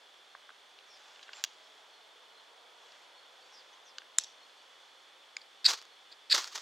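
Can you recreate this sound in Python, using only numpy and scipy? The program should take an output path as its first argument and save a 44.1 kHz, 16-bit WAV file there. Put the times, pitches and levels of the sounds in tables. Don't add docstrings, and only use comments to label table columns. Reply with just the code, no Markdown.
import sys
import numpy as np
from scipy import signal
from scipy.fft import rfft, irfft
from scipy.io import wavfile
from scipy.ndimage import uniform_filter1d

SR = 44100
rng = np.random.default_rng(int(sys.argv[2]) if len(sys.argv) > 2 else 0)


def waveform_to_disk(signal):
    frames = np.transpose(np.atleast_2d(signal))
    scaled = np.clip(frames, -1, 1) * 32767
    samples = np.round(scaled).astype(np.int16)
    wavfile.write(sys.argv[1], SR, samples)


N = 291501
TIME = np.arange(N) / SR
CUTOFF_HZ = 16000


def from_db(db):
    return 10 ** (np.asarray(db) / 20)


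def rms_one(x):
    return x / np.sqrt(np.mean(x ** 2) + 1e-20)


def as_burst(x):
    return x / np.sqrt(np.sum(x ** 2) / (.003 * SR) + 1e-20)


def at_hz(points, hz):
    known_hz, values = np.transpose(points)
    return np.interp(np.log(hz + 1), np.log(known_hz), values)


def add(track, s, sound):
    start = int(s * SR)
    track[start:start + len(sound)] += sound[:N - start]


def colour(x, spectrum, size=2048):
    gain = from_db(at_hz(spectrum, np.fft.rfftfreq(size, 1 / SR)))
    cepstrum = irfft(np.log(gain))
    causal = np.r_[cepstrum[0], 2 * cepstrum[1:size // 2]]
    response = irfft(np.exp(rfft(causal, size)))
    return signal.fftconvolve(x, response)[:len(x)]


def resonate(x, hz, width_hz):
    r = np.exp(-np.pi * width_hz / SR)
    feedback = [1, -2 * r * np.cos(2 * np.pi * hz / SR), r * r]
    return signal.lfilter(np.array([1, 0, -1]) * (1 - r * r) / 2, feedback, x + 1e-18)


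def even(x, size):
    return x / np.sqrt(np.abs(uniform_filter1d(x ** 2, size)) + 1e-12)


def grains(per_s, spread_db):
    sizes = from_db(spread_db * np.minimum(rng.exponential(1, N), 5)) * rng.choice([-1, 1], N)
    return rms_one(sizes * (rng.random(N) < per_s / SR))


def slow_noise(rate_hz):
    r = np.exp(-2 * np.pi * rate_hz / SR)
    return rms_one(signal.lfilter([1], [1, -2 * r, r * r], rng.standard_normal(N + SR))[SR:])


def blurred_tone(hz, blur_hz):
    phase = 2 * np.pi * np.cumsum(hz) / SR
    return rms_one(slow_noise(blur_hz) * np.sin(phase) + slow_noise(blur_hz) * np.cos(phase))


def glides(rows, blur_hz):
    out = np.zeros(N)
    waver = (slow_noise(blur_hz) + 1j * slow_noise(blur_hz)) / np.sqrt(2)
    for s, length, start_hz, end_hz, level_db in rows:
        along = np.linspace(0, 1, int(length * SR))
        phase = 2 * np.pi * np.cumsum(start_hz + (end_hz - start_hz) * along) / SR
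        note = rms_one(np.real(waver[int(s * SR):][:len(along)] * np.exp(1j * phase)))
        add(out, s, from_db(level_db) * np.sin(np.pi * along) * note / np.sqrt(2))
    return out


def envelope(s, hold_s, rise_db_per_s, slope_db_per_s, fall_db_per_s):
    t = TIME - s
    rise_db = rise_db_per_s * np.minimum(t, 0)
    slope_db = slope_db_per_s * np.clip(t, 0, hold_s)
    fall_db = fall_db_per_s * np.maximum(t - hold_s, 0)
    return from_db(np.maximum(rise_db + slope_db - fall_db, -200))


def diffuse_noise():
    # f/Hz, correlation
    likeness = [(60, 0.226), (180, 0.66), (350, 0.69), (700, 0.64), (1500, 0.6), (3500, 0.88), (8000, 0.95)]
    alike = np.clip(at_hz(likeness, np.fft.rfftfreq(N, 1 / SR)), 0, 1)
    mid, side = rfft(rng.standard_normal((2, N)))
    return irfft(np.sqrt(1 + alike) * mid + np.sqrt(1 - alike) * side * [[1], [-1]], N)


def hush(spectrum):
    return rms_one(np.array([colour(side, spectrum) for side in diffuse_noise()]))


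def air(level_db=-60.5):
    # f/Hz, level/dB
    spectrum = [(30, -49.5), (110, -39), (180, -20.5), (280, -10), (430, -2), (800, 1), (1500, 0.5),
                (2600, -2.5), (4200, -4), (6000, -10), (8500, -17.5), (12000, -25.5), (15500, -33)]
    return from_db(level_db) * hush(spectrum)


def crickets():
    # f/Hz, width/Hz, level/dB
    choruses = [(2976, 45, -73.5), (3326, 370, -66.5), (3448, 199, -72), (3578, 85, -71),
                (4283, 200, -76.5)]
    return sum(from_db(db) * rms_one(resonate(resonate(diffuse_noise(), hz, width), hz, width))
               for hz, width, db in choruses)


def vehicle(level_db=-65, road_m=21.4, speed_m_per_s=19.4, nearest_s=2.9):
    # f/Hz, level/dB
    tyres = [(80, -46.5), (150, -42), (300, -15.5), (450, -2), (950, 0.5), (1400, -4), (3000, -26),
             (8000, -51)]
    # multiple of the pitch, level/dB against the tyres
    harmonics = [(2, -11.5), (3, -11.5), (4, -11)]
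    low_hz, high_hz, steepest_s, climb_s = 194, 268.4, 2.45, 1.3
    revs = (1 + np.tanh((TIME - steepest_s) / climb_s)) / 2
    pitch_hz = low_hz + (high_hz - low_hz) * revs
    engine = sum(from_db(db) * blurred_tone(k * pitch_hz, blur_hz=7) for k, db in harmonics)
    distance_m = np.hypot(road_m, speed_m_per_s * (TIME - nearest_s))
    return from_db(level_db) * road_m / distance_m * (hush(tyres) + engine)


def bird():
    # t/s, length/s, start f/Hz, end f/Hz, level/dB
    notes = [(.29, 0.052, 4370, 4220, -66), (1.92, 0.08, 4360, 4180, -62.5), (2.32, 0.11, 4100, 4250, -66),
             (3.119, 0.1, 4230, 4400, -65), (3.41, 0.038, 4640, 4540, -61.5),
             (4.393, 0.054, 4320, 4270, -61), (4.568, 0.047, 4540, 4610, -66),
             (4.98, 0.047, 4290, 4300, -72.5), (5.87, .08, 4350, 4260, -70)]
    return glides(notes, blur_hz=28)


def trees(x, t60_s=0.37, delay_s=.004):
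    # f/Hz, level/dB
    spectrum = [(200, -12.5), (1000, -3), (2500, 0.5), (4200, -0.5), (7400, -4.5), (9000, -20),
                (16000, -19)]
    t = TIME[:SR // 2]
    scatter = np.array([colour(side[:len(t)], spectrum) for side in diffuse_noise()])
    tail = scatter * from_db(-60 * t / t60_s) * (t > delay_s)
    return signal.fftconvolve(x[None], rms_one(tail) / np.sqrt(len(t)), axes=1)[:, :N]


def contacts(rows, body, chatter_db, leak_db, low_hz=350, top_spreads=1.45):
    medium_octaves, medium_blow_db, doubling_db = 1.05, -35, 19.5
    out, t = np.zeros(N), TIME[:SR // 20]
    hz, mode_db, t60 = np.transpose(body)
    modes = from_db(-60 * t / t60[:, None]) * np.sin(2 * np.pi * hz[:, None] * t)
    for s, level_db, centre_hz, chatter_t60_s in rows:
        spread_octaves = medium_octaves * 2 ** ((level_db - medium_blow_db) / doubling_db)
        force = from_db(chatter_db - 60 * t / chatter_t60_s) * rng.standard_normal(len(t))
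        force[0] = 1
        top_hz = np.clip(centre_hz * 2 ** (top_spreads * spread_octaves), 2 * low_hz, CUTOFF_HZ)
        force = signal.sosfilt(signal.butter(2, [low_hz, top_hz], "band", fs=SR, output="sos"), force)
        woken = np.exp(-.5 * (np.log2(hz / centre_hz) / spread_octaves) ** 2)
        weight = from_db(mode_db) * (woken + from_db(leak_db))
        ring = (weight * (-1) ** np.arange(len(hz))) @ modes
        add(out, s, from_db(level_db) * as_burst(signal.fftconvolve(force, ring)[:len(t)]))
    return out


def knife():
    # t/s, level/dB, centre f/Hz, chatter t60/s
    clicks = [(.350, -42.5, 866, .004), (.4918, -46.5, 1350, 0.012), (.503, -49, 1625, .016),
              (.788, -49, 2840, 0.0076), (1.160, -53, 2800, .008), (1.193, -51.5, 1880, 0.017),
              (1.228, -44.5, 3320, .048), (1.281, -50, 2400, .008), (1.291, -43.5, 1400, .015),
              (1.3322, -40.5, 2700, .02), (1.4391, -23.5, 3530, 0.0072), (1.4455, -33, 4000, 0.016),
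              (2.92, -54.5, 4600, .015), (3.983, -36, 2730, 0.01), (4.019, -50, 1790, 0.004)]
    # f/Hz, level/dB, t60/s
    body = [(520, -20, .008), (780, -14, .008), (1105, -13, 0.015), (1600, -6, 0.012), (2345, -7, 0.0067),
            (2810, -4, 0.011), (3274, -4, 0.0097), (3950, -1.5, 0.0079), (4240, -0.5, 0.0056),
            (4770, 0, 0.0061), (5864, -1.5, .007), (6710, -5.5, 0.0088), (7400, -9.5, 0.0073),
            (8800, -12, 0.01), (12100, -8, 0.004), (13600, -16, .005), (15400, 3, 0.0045)]
    # t/s, length/s, start f/Hz, end f/Hz, level/dB
    squeaks = [(1.335, 0.067, 7400, 7100, -57), (1.42, 0.024, 7300, 7200, -60)]
    return contacts(clicks, body, chatter_db=-12.5, leak_db=-32) + glides(squeaks, blur_hz=70)


def rubbing(slips_per_s=5000, spread_db=3):
    # middle t/s, length/s, level/dB
    rubs = [(1.09, 0.54, -60.5), (1.375, 0.13, -53.5), (1.65, 0.8, -67), (2.93, .4, -63),
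            (3.544, .7, -65.5), (4.696, 1, -68)]
    # f/Hz, level/dB
    cloth = [(200, -25.5), (800, 3.5), (2500, -0.5), (5200, -2.5), (7300, -7), (9000, -25), (16000, -35)]
    # t/s, length/s, start f/Hz, end f/Hz, level/dB
    zips = [(.865, .14, 5900, 4750, -59), (1.62, .07, 5180, 5370, -65), (3.505, .125, 5900, 4380, -55.5),
            (3.715, .04, 5570, 6450, -64.5), (3.84, .09, 6700, 4450, -59)]
    movement = sum(from_db(db) * np.cos(np.pi * np.clip((TIME - s) / length, -.5, .5))
                   for s, length, db in rubs)
    friction = rms_one(colour(grains(slips_per_s, spread_db), cloth))
    return movement * friction + glides(zips, blur_hz=310)


def blade_snap():
    # t/s, level/dB, centre f/Hz, chatter t60/s
    blows = [(4.1822, -34.5, 4800, .005), (4.185, -15.5, 5000, 0.0038), (4.1885, -37, 6000, .012),
             (4.1975, -40, 4600, .012), (4.2105, -45, 5200, .04), (4.2368, -40.5, 4900, .018),
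             (4.2435, -43, 4900, .007)]
    # f/Hz, level/dB, t60/s
    spring = [(940, -14.5, 0.0074), (1230, -6.5, 0.0111), (1727, -1.5, 0.0053), (3133, -14.5, 0.017),
              (3755, 0.5, 0.0082), (4170, -2.5, 0.0069), (5137, 0, 0.0095), (5550, 7.5, 0.0029),
              (6230, -4, 0.0149), (7040, 4, 0.0076), (7830, -1, .006), (8980, -7, .006),
              (10500, -10.5, 0.0065), (11000, -14.5, 0.0085), (15140, -21, 0.0045)]
    return contacts(blows, spring, chatter_db=-15.0, leak_db=-24.5)


def scattered(x, low_hz=3200, high_hz=9500):
    pitchless = x * rng.choice([-1, 1], N)
    return signal.sosfilt(signal.butter(2, [low_hz, high_hz], "band", fs=SR, output="sos"), pitchless)


def rod_touch():
    # t/s, level/dB, centre f/Hz, chatter t60/s
    touch = [(5.3673, -32, 3700, 0.0051)]
    # f/Hz, level/dB, t60/s
    rod = [(1620, -5, .008), (2240, 2.5, 0.0097), (3350, -4.5, .009), (3750, 0, 0.012), (4880, -2.5, 0.011),
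           (6600, -12, 0.0099), (7080, -10, 0.01)]
    return contacts(touch, rod, chatter_db=-15.0, leak_db=-26)


def scrape(slips_per_s=1800, spread_db=2, grit_db=-4, low_cut_hz=1000):
    # f/Hz, width/Hz, level/dB
    blade = [(1620, 400, -17), (2020, 260, -17), (2515, 180, -13), (3440, 220, -8), (3760, 154, -4),
             (3940, 130, -1), (4273, 80, 2), (4650, 114, 3.5), (4930, 130, 0), (5290, 170, -10.5),
             (7230, 460, -19), (8370, 320, -22), (11600, 2400, -38)]
    # bite t/s, length/s, level/dB at letting go
    catches = [(5.414, 0.0043, -51), (5.6449, 0.0032, -28.5), (5.6522, .012, -12.5), (5.673, 0.01, -27),
               (6.115, 0.012, -47), (6.2991, 0.0043, -31.5), (6.308, 0.0085, -22), (6.32, .003, -19),
               (6.3233, 0.0056, -16)]
    friction = grains(slips_per_s, spread_db) + from_db(grit_db) * rng.standard_normal(N)
    shriek = sum((-1) ** k * from_db(db) * resonate(friction, hz, width)
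                 for k, (hz, width, db) in enumerate(blade))
    shriek = signal.sosfilt(signal.butter(2, low_cut_hz, "high", fs=SR, output="sos"), shriek)
    bite, build, let_go, skid_fade = 14000, 900, 3200, 750
    push = np.zeros(N)
    for s, length, level_db in catches:
        catch = from_db(-build * length) * envelope(s, length, bite, build, let_go)
        skid = from_db(-10) * envelope(s + length, 0, bite, 0, skid_fade)
        push = np.maximum(push, from_db(level_db) * np.maximum(catch, skid))
    return push * even(shriek, size=140)


def burning(embers_db=-10):
    # flash t/s, level/dB, blaze/s, afterglow/s
    showers = [(5.686, -27.5, 0.029, 0.048), (5.734, -34, 0.0045, .02), (5.773, -50, 0.015, .05),
               (6.347, -23.5, .005, .112), (6.380, -29, 0.0041, 0.024), (6.475, -42.5, .002, .07),
               (6.525, -48, 0.0074, .02), (6.556, -34.5, 0.0024, .06)]
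    flare, sag, die = 1498, 118, 900
    power = np.zeros(N)
    for s, level_db, blaze_s, glow_s in showers:
        blaze = envelope(s, blaze_s, flare, -sag, die)
        glow = from_db(embers_db) * envelope(s, glow_s, flare, -sag, die)
        power += (from_db(level_db) * np.maximum(blaze, glow)) ** 2
    return np.sqrt(power)


def sparks(per_s=5000, spread_db=1.5, hiss_db=-7, pop_t60_s=0.0037):
    # f/Hz, level/dB
    sizzle = [(110, -55), (230, -26), (380, -5), (750, -4), (1150, 4), (1900, 1), (2500, -2.5), (3700, 3.5),
              (5000, 4), (6600, 2), (8200, -10), (9800, -18), (12000, -18), (15800, -27)]
    # t/s, level/dB
    pops = [(5.709, -32), (5.7892, -52), (5.816, -49.5), (5.825, -52), (5.853, -54), (6.364, -29),
            (6.4437, -36), (6.561, -41), (6.5778, -39), (6.5825, -40.5)]
    crackle = colour(grains(per_s, spread_db) + from_db(hiss_db) * rng.standard_normal(N), sizzle)
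    out = burning() * even(crackle, size=500)
    t = TIME[:SR // 50]
    for s, level_db in pops:
        burst = rng.standard_normal(len(t)) * from_db(-60 * t / pop_t60_s)
        add(out, s, from_db(level_db) * as_burst(colour(burst, sizzle)))
    return out


def scene(near_pan_db=0.3, far_pan_db=.5, hiss_db=-83):
    hands_echo_db, snap_echo_db, bird_echo_db = -26, -16, -6
    hands = knife() + rod_touch() + scrape() + sparks() + rubbing()
    song = bird()
    snap = blade_snap()
    near_echo = trees(from_db(hands_echo_db) * hands + from_db(snap_echo_db) * scattered(snap))
    near = hands + snap + near_echo
    far = air() + vehicle() + crickets() + song + from_db(bird_echo_db) * trees(song)
    near *= from_db([[-near_pan_db], [near_pan_db]])
    far *= from_db([[-far_pan_db], [far_pan_db]])
    hiss = from_db(hiss_db) * rms_one(signal.lfilter([1], [1, -.7], rng.standard_normal((2, N))))
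    return near + far + hiss


def record(dry):
    return signal.sosfilt(signal.ellip(10, .1, 70, CUTOFF_HZ, fs=SR, output="sos"), dry)


dry = scene()
out = record(dry)
waveform_to_disk(out)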